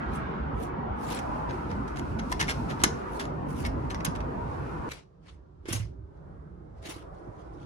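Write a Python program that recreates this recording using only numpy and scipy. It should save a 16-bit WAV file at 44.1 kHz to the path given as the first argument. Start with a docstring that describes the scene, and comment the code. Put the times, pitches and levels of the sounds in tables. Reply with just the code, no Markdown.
"""A phone held close to a wooden door in a corridor full of ventilation roar, modelled as filtered noise. Cloth
and soles scuff (grainy noise), a thin hiss sounds from 1.19 s, and a metal lock rattles, snaps and is worked
back (chatter exciting decaying modes) amid low knocks and high pings (damped sines). The scene then changes to
a quieter room, where the door thuds, the lock rattles briefly and scuffs follow."""
import sys
import numpy as np
from scipy import signal
from scipy.fft import rfft, irfft, next_fast_len
from scipy.io import wavfile
from scipy.ndimage import uniform_filter1d

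SR = 44100
rng = np.random.default_rng(int(sys.argv[2]) if len(sys.argv) > 2 else 0)


def int16_out(signal):
    """Quantize to a 16-bit WAV file."""
    q = np.round(np.clip(np.atleast_2d(signal).T, -1, 1) * 32767)
    wavfile.write(sys.argv[1], SR, q.astype(np.int16))


def attenuation_scalar(level_db):
    """Turn a level in dB into a linear amplitude multiplier (20 dB per decade)."""
    decades = np.asarray(level_db, float) / 20
    return 10 ** decades


N = 337365
T = np.arange(N) / SR  # seconds

# Lock parts striking at once. Each row: start in seconds, nominal peak in dB, treble gain in dB,
# rattle length in seconds, fade t60 in seconds.
STRIKES = [(1.187, -29.5, 0, .004, .035), (1.49, -33.5, -37, .008, 0.064), (1.877, -41.5, -3.5, .007, 0.12),
           (1.958, -32.5, -8, 0.016, 0.1), (2.187, -29, -14, 0.0081, 0.037), (1.987, -34, 1, .003, .04),
           (2.316, -24, 2, 0.0026, 0.023), (2.322, -22, -3, 0.0034, 0.039),
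           (2.394, -21.5, -5.5, 0.0068, 0.038), (2.423, -23, -14, 0.0074, 0.046),
           (3.662, -31.5, 5, 0.0068, 0.031), (2.836, -0.5, 8, .0006, .008), (2.839, -7, -1.5, 0.004, 0.016),
           (2.842, -25, -6.5, .0074, 0.045), (3.193, -25.5, -6.5, 0.01, 0.16),
           (3.899, -30.5, -8, 0.018, 0.061), (3.944, -28.5, -10.5, 0.0044, 0.056),
           (4.002, -33, -17, 0.005, .045), (4.047, -17, 10, 0.0045, 0.036),
           (4.056, -24.5, -29, 0.011, 0.043), (4.203, -36.5, -16, 0.0065, 0.038),
           (5.654, -41, -16, 0.019, 0.083), (5.682, -29.5, 1, 0.0065, .06), (5.727, -21, 12, 0.0045, 0.15)]
# Lock parts sliding into place. Each row: start in seconds, nominal peak in dB, treble gain in dB,
# rise in seconds, rattle length in seconds.
SLIDES = [(1.681, -39, -11.5, .021, 0.021), (2.285, -41, 2, 0.015, 0.02), (2.395, -16, -5, 0.008, 0.012),
          (2.469, -21.5, -5, 0.02, 0.027), (2.678, -29.5, -11, .026, 0.014),
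          (2.786, -33.5, -10.5, .014, 0.024), (3.627, -26.5, -9, 0.026, 0.014),
          (4.144, -34.5, -10, 0.01, 0.008)]
STRIKE_RISE_S, SLIDE_FADE_S = 0.0011, 0.072  # the fade is a t60
# Modes of the lock. Each row: frequency in Hz, level in dB, t60 in seconds before lock() limits it.
LOCK_MODES = [(1000, -12, 0.013), (1800, 4, 0.044), (2075, 1.5, 0.032), (2890, -9.5, 0.0064),
              (3460, -11.5, 0.016), (4100, -12.5, .018), (5700, -3.5, 0.023), (6490, -6.5, 0.029),
              (7580, -5.5, .015), (10600, -9.5, 0.02)]
MODE_SCATTER = 0.03  # share by which a mode shifts from blow to blow (standard deviation)

# Low knocks of the door leaf and high pings of the lock plate. Each row: start in seconds,
# nominal peak in dB, favoured note in Hz.
KNOCKS_AND_PINGS = [(1.148, -36, 10600), (2.409, -23, 6300), (2.498, -28, 2100), (2.838, -19.5, 6300),
                    (4.912, -39.5, 2300), (5.726, -24, 10600), (2.32, -22, 1000), (2.481, -29, 2100),
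                    (2.838, -24.5, 300), (2.863, -21, 210.7), (4.078, -17.5, 163), (5.655, -36.5, 398),
                    (5.686, -28, 335), (5.71, -18, 134), (5.727, -27, 5700), (5.733, -24, 260),
                    (5.748, -24.5, 106.5), (5.799, -18, 100), (6.862, -39.5, 303), (6.889, -36, 305),
                    (6.963, -37.5, 300), (7.273, -35, 292), (7.286, -27, 130)]
# Modes of door leaf (low) and lock plate (high). Each row: frequency in Hz, t60 in seconds.
DOOR_MODES = [(106, .2), (124, .05), (163, 0.081), (211, 0.092), (250, 0.05), (303, 0.073), (335, 0.1),
              (396, .056), (1000, 0.05), (2140, 0.076), (2300, 0.094), (5700, 0.022), (6300, 0.023),
              (10600, .025)]
SPOT_DB_PER_OCTAVE = 50  # modes away from the note that a spot favours are weaker

# Strokes of cloth and soles. Each row: firmest moment in seconds, level in dB, treble gain in dB,
# swell in seconds, fade in seconds; swell and fade span 20 dB below the treble.
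SCUFFS = [(0.156, -53.5, 5, 0.066, 0.078), (0.631, -50.5, 6.5, 0.077, 0.072),
          (1.04, -50.5, 5, 0.077, 0.088), (1.072, -45, 0, 0.028, 0.072), (1.105, -43, 4, 0.032, 0.044),
          (1.126, -41, 2, 0.034, 0.043), (1.151, -42.5, 1, .03, 0.045), (1.176, -40.5, -14, 0.025, 0.04),
          (3.15, -56, 8.5, 0.097, 0.15), (3.505, -54.5, 8, 0.037, 0.14), (3.6, -48, 4.5, 0.067, 0.1),
          (4.916, -41.5, -2.5, 0.038, 0.06), (4.955, -48.5, -22, 0.04, 0.076),
          (5.285, -54, -24, 0.049, 0.077), (5.7, -37.5, -3, 0.028, 0.097), (5.749, -37.5, -5, 0.063, 0.099),
          (6.17, -76, -15, 0.046, .06), (6.79, -69, -20, 0.072, .06), (6.828, -53, -6, .012, 0.059),
          (6.86, -42, -5, 0.031, 0.078), (6.896, -40.5, 2, 0.019, 0.079), (6.964, -50.5, -4, 0.023, 0.088),
          (7.15, -68.5, -12, 0.032, 0.27), (7.4, -65, -15, 0.13, 0.13), (7.64, -63, -18, 0.28, .1)]
# Spectrum of rubbing and grit. 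Each row: frequency in Hz, gain in dB.
RUB = [(240, -18), (400, -5), (616, -11.5), (979, -11.5), (1820, -14), (2150, -12.5), (2700, -13.5),
       (6340, -19.5), (8240, -21), (10400, -20), (12100, -21), (14600, -33), (16000, -42.5)]
# Power of the swell's curve; the treble needs more pressure, so it comes later and goes sooner.
STROKE_ROUND, TREBLE_STEEP = 1.21, 1.34

# Spectrum of the corridor air. Each row: frequency in Hz, relative level in dB per Hz.
ROAR = [(25, -26), (54, 8), (112, -0.5), (147, 5), (179, 0.5), (247, 2), (404, -6), (557, -11), (630, -13),
        (957, -9), (1060, -12.5), (1420, -15.5), (1850, -25), (3200, -39.5), (9000, -67.5), (11700, -93.5)]
ROAR_DB, CUT_S = -34, 4.891  # gain of the roar, moment the scene changes to the quiet room
DRONE_HZ, DRONE_DB, DRONE_S = 916, -3, 1.15  # centre, gain and peak time of one swelling band
# Spectrum of the thin hiss. Each row: frequency in Hz, relative level in dB.
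HISS = [(1470, -27.5), (2500, 1), (3210, -10), (4340, -8), (5310, -10), (10400, -16.5), (13800, -22.5),
        (16000, -43.5)]
# Course of the thin hiss. Each row: time in seconds, level in dB.
HISS_DB = [(1.2, -64), (1.9, -67.5), (2.5, -60), (3.0, -65.5), (3.4, -74), (4.0, -67.5), (4.89, -67.5)]
HISS_FROM_S = 1.19

# Spectrum of the quiet room's air. Each row: frequency in Hz, relative level in dB per Hz.
QUIET = [(25, -30), (54, 0.5), (124, -10), (152, -7), (237, -22), (283, -15), (367, -14.5), (584, -22),
         (1090, -27), (1440, -31), (2680, -55.5), (12000, -68.5), (15600, -108)]
# Level of the quiet room's air over time. Each row: time in seconds, level in dB,
# gain of the upper part in dB.
QUIET_COURSE = [(4.9, -45.5, -3), (5.05, -53.5, -4.5), (5.5, -50.5, -11), (5.9, -42.5, -13), (6.1, -46, -9),
                (6.3, -45.5, -5), (6.75, -48, -1), (7.0, -42.5, -3.5), (7.301, -47.5, 3),
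                (7.65, -42.5, -0.5)]
# Width of the diffuse air. Each row: frequency in Hz, side minus mid in dB.
SIDE_DB = [(60, -14), (110, -12), (200, -12.5), (380, -1.5), (700, 5), (1290, 1.5), (2380, -0.5), (4400, 0),
           (8120, -1.5), (15000, 1)]

ROOM_T60_S, ROOM_DB = 0.22, -17
# Bands in which the lock plate hums on after a blow or rub. Each row: centre in Hz, width in Hz,
# gain in dB, t60 in seconds.
LINGER = [(2200, 700, -14, .16), (5700, 900, -8.5, .26), (10500, 900, -12, .16)]

LAG_S = 0.0003  # nominal delay of lock, knocks, pings and shared scuffs at the right port
BASS_LAG_S = 0.00045  # the bass of the air arrives from the left
# Colour difference of the ports. Each row: frequency in Hz, left minus right in dB.
PORTS_DB = [(200, 0), (700, 1), (1300, 2), (2600, -4.5), (5300, 5), (8600, -2.5), (15000, -2)]
SHARED_HZ, LEAD_S = 8800, 0.0002  # treble entering by one path, and its lead at the right port
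SELF_NOISE_DB, SELF_NOISE_HZ = -84, 6000


def lock():
    """Modal excitation: each move chatters briefly and rings the lock's modes, a little differently every time."""
    out, t = np.zeros((2, N + SR)), T[:SR // 4]
    hz, mode_db, mode_t60 = np.array(LOCK_MODES).T[:, :, None]
    mode_t60 = np.clip(mode_t60, 0.008, 0.032)
    moves = [(s, db, treble_db, STRIKE_RISE_S, rattle, fade) for s, db, treble_db, rattle, fade in STRIKES]
    moves += [(*row, SLIDE_FADE_S) for row in SLIDES]
    for s, db, treble_db, rise, rattle, fade in moves:
        level_chance, pitch_chance = rng.standard_normal((2, len(LOCK_MODES), 1))
        decay = attenuation_scalar(mode_db + 3.8 * level_chance - 60 * t / mode_t60)
        tone = np.sin(2 * np.pi * hz * (1 + MODE_SCATTER * pitch_chance) * t)
        body = np.sum(decay * tone, axis=0)

        shape = np.minimum(t / rise, 1) ** 2 * attenuation_scalar(-60 * np.maximum(t - rise - rattle, 0) / fade)
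        chatter = rng.standard_normal((3, len(t))) * attenuation_scalar(2.2 * rng.exponential(size=len(t))) * shape
        bounces = np.repeat(rng.exponential(size=147), 75)  # separate small bounces
        chatter = chatter * attenuation_scalar(3.5 * bounces)

        # the ringing part reaches both ports from one spot, the grit from several
        lag_s = LAG_S * rng.uniform(0.9, 1.2)
        rung = ports(signal.fftconvolve(chatter[0], body)[:len(t)], 1, lag_s)
        grit = colour(ports(chatter[0], 1.5, lag_s) + 1.1 * chatter[1:], RUB)
        grit = split(grit, 650)[1]
        low, high = split(level(rung, -2.5) + level(grit, 0), 5600)
        hit = low + high * attenuation_scalar(treble_db)
        # nominal peaks stand nearly three times over each port's rms
        hit *= np.linalg.norm(shape) / np.linalg.norm(hit) / 2
        start = int(s * SR)
        out[:, start:start + len(t)] += hit * attenuation_scalar(db) * np.cos(2 * np.pi * t)  # taper to zero
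    return out[:, :N]


def knocks_and_pings():
    """Impulse response of damped modes: a push a third of a cycle long rings those around the favoured note."""
    out, t = np.zeros(N + SR), T[:SR // 2]
    hz, t60 = np.array(DOOR_MODES).T[:, :, None]
    rings = (1 - np.exp(-3 * hz * t)) * attenuation_scalar(-60 * t / t60) * np.sin(2 * np.pi * hz * t)
    for s, db, note_hz in KNOCKS_AND_PINGS:
        mode_db = db - SPOT_DB_PER_OCTAVE * np.abs(np.log2(hz / note_hz))
        start = int(s * SR)
        out[start:start + len(t)] += np.sum(attenuation_scalar(mode_db) * rings, axis=0)
    low, high = split(out[:N], 1200)
    high = high * attenuation_scalar(5 * walk(500))  # the plate buzzes
    return ports(low, -6.5, LAG_S) + ports(high, 1.5, LAG_S)


def scuffs():
    """Stick-slip friction: fibres slip in dense uneven grains, partly shared by the ports, partly their own."""
    grain = attenuation_scalar(2.4 * walk(300) + 1.5 * walk(70))
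    rub = colour(rng.standard_normal((3, N)) * grain, RUB)
    shared, left, right = patchy(rub, 2.9, 500, 0.03)
    both = ports(shared, 18.13, LAG_S) + 3.62 * np.array([left, right])
    low, high = split(level(both, 0), 8200)
    power = np.zeros((2, N))  # low part, treble
    for s, db, treble_db, swell, fade in SCUFFS:
        drop_db = 20 * (np.abs(T - s) / np.where(T < s, swell, fade)) ** STROKE_ROUND
        power += attenuation_scalar([db - drop_db, db + treble_db - TREBLE_STEEP * drop_db]) ** 2
    return low * np.sqrt(power[0]) + high * np.sqrt(power[1])


def room(x):
    """Reverberation: walls answer with a short noise tail, different at each port; a few bands linger."""
    t = T[:SR // 2]

    def unit(v):
        return v / np.linalg.norm(v[0])

    dull_noise = split(rng.standard_normal((2, len(t))), 8300)[0]
    tail = attenuation_scalar(ROOM_DB) * unit(dull_noise * attenuation_scalar(-60 * t / ROOM_T60_S) * (t > 0.004))
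    for hz, width_hz, db, t60 in LINGER:
        band = signal.butter(1, [hz - width_hz / 2, hz + width_hz / 2], "band", fs=SR, output="sos")
        hum = signal.sosfilt(band, unit(rng.standard_normal((2, len(t))) * attenuation_scalar(-60 * t / t60)))
        tail = tail + attenuation_scalar(db) * hum
    return x + signal.fftconvolve(x, tail, axes=1)[:, :N]


def corridor():
    """Broadband noise: a roar of flowing air whose bands throb slowly, and from 1.19 s a thin flickering hiss;
    both end when the scene changes."""
    low, high = split(patchy(air(ROAR, -1.6), 2.5, 60, 0.08), 300)
    mid, top = split(high, 1200)
    edges = [DRONE_HZ * 0.85, DRONE_HZ * 1.15]
    band = signal.sosfilt(signal.butter(1, edges, "band", fs=SR, output="sos"), high)
    drone = band * attenuation_scalar(DRONE_DB) * np.exp(-((T - DRONE_S) / 0.33) ** 2)
    high = mid * attenuation_scalar(1.3 * walk(3.0)) + drone + top * attenuation_scalar(3.5 * walk(2.2))
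    roar = attenuation_scalar(ROAR_DB) * (late(low) * attenuation_scalar(1.2 * walk(3.1)) + high * attenuation_scalar(0.24 * walk(10)))
    hiss_db = np.interp(T, *np.transpose(HISS_DB)) + 2.0 * walk(18)
    hiss = air(HISS, 1.5) * attenuation_scalar(hiss_db) * (T > HISS_FROM_S)
    return (roar + hiss) * (T < CUT_S)


def quiet_room():
    """Diffuse background noise: a fainter, duller air whose level and upper part vary."""
    s, db, upper_db = np.transpose(QUIET_COURSE)
    low, high = split(patchy(air(QUIET, -3.5), 2.7, 50, 0.12), 336)
    upper = high * attenuation_scalar(np.interp(T, s, upper_db) + 2.0 * walk(4.9))
    mix = late(low) * attenuation_scalar(2.0 * walk(6.6)) + upper
    return mix * attenuation_scalar(np.interp(T, s, db)) * (T >= CUT_S)


def air(points, pan_db):
    """Diffuse field: alike at both ports in the bass, opposed where their spacing is half a wave."""
    mid, side = colour(rng.standard_normal((2, N)), points)
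    side = colour(side, SIDE_DB) * np.array([[1], [-1]])
    return (mid + side) / np.std(mid) * attenuation_scalar(np.array([[pan_db], [-pan_db]]) / 2)


def ports(x, pan_db, lag_s):
    """Level and time differences: one sound at two ports, left louder by pan_db, right later by lag_s."""
    return np.array([x * attenuation_scalar(pan_db / 2), np.roll(x, round(lag_s * SR)) * attenuation_scalar(-pan_db / 2)])


def late(x):
    """Time difference of arrival: the right port hears the bass later."""
    return np.array([x[0], np.roll(x[1], round(BASS_LAG_S * SR))])


def patchy(x, db, width_hz, hold_s):
    """Spectral modulation: narrow regions swell and sink on their own, by db (standard deviation)."""
    z = signal.stft(x, nperseg=2048)[2]
    field = rng.standard_normal(z.shape[1:])
    for axis, size in enumerate((width_hz * 2048 / SR, hold_s * SR / 1024)):  # bins, then frames
        size = max(round(size), 1)
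        field = uniform_filter1d(uniform_filter1d(field, size, axis=axis), size, axis=axis)
    y = signal.istft(z * attenuation_scalar(db * field / field.std()), nperseg=2048)[1][:, :N]
    return y * np.std(x) / np.std(y)


def colour(x, points):
    """Linear filtering: zero-phase gain along the last axis, interpolated between (Hz, dB) points."""
    hz, db = np.transpose(points)
    size = next_fast_len(x.shape[-1])
    f = np.maximum(np.fft.rfftfreq(size, 1 / SR), 1)
    gain = attenuation_scalar(np.interp(np.log(f), np.log(np.maximum(hz, 1)), db))
    return irfft(rfft(x, size) * gain, size)[..., :x.shape[-1]]


def level(x, db):
    """Root-mean-square scaling to a level in dB."""
    return x * attenuation_scalar(db) / np.sqrt(np.mean(x ** 2))


def walk(rate):
    """Slow random modulation: levels held 1 / rate seconds and slewed twice."""
    k = int(SR / rate)
    held = np.repeat(rng.standard_normal(N // k + 1), k)
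    return uniform_filter1d(uniform_filter1d(held, k), k)[:N]


def split(x, hz):
    """Complementary filtering: parts under and over a frequency, which add up to the whole."""
    low = signal.sosfiltfilt(signal.butter(2, hz, fs=SR, output="sos"), x)
    return low, x - low


def scene():
    """Superposition: the reverberant near sources and the two airs add at the two ports."""
    return room(lock() + knocks_and_pings() + scuffs()) + corridor() + quiet_room()


def band_limit(x):
    """A steep low-pass at the top of the band."""
    return signal.sosfilt(signal.butter(12, 16460, fs=SR, output="sos"), x)


def record(dry):
    """Transducer response: ports differ in colour, hiss faintly and have a narrow deaf spot in the treble."""
    hiss = level(split(rng.standard_normal(dry.shape), SELF_NOISE_HZ)[0], SELF_NOISE_DB)
    # the highest treble enters by one path and reaches the right port first
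    top = split(split(dry, SHARED_HZ)[1], SHARED_HZ)[1]
    early_top = np.roll(top[0], -round(LEAD_S * SR))
    right = dry[1] - 0.55 * top[1] + 0.9 * early_top

    def tilt(x, sign):
        return colour(x, [(hz, sign * db / 2) for hz, db in PORTS_DB])

    tilted = np.array([tilt(dry[0], 1), tilt(right, -1)])
    deaf_spot = [(11400, 0), (11900, -18), (12300, -18), (12700, 0), (15800, 0), (16400, -25)]  # Hz, dB
    return band_limit(colour(tilted + hiss, deaf_spot))


dry = scene()
out = record(dry)
int16_out(out)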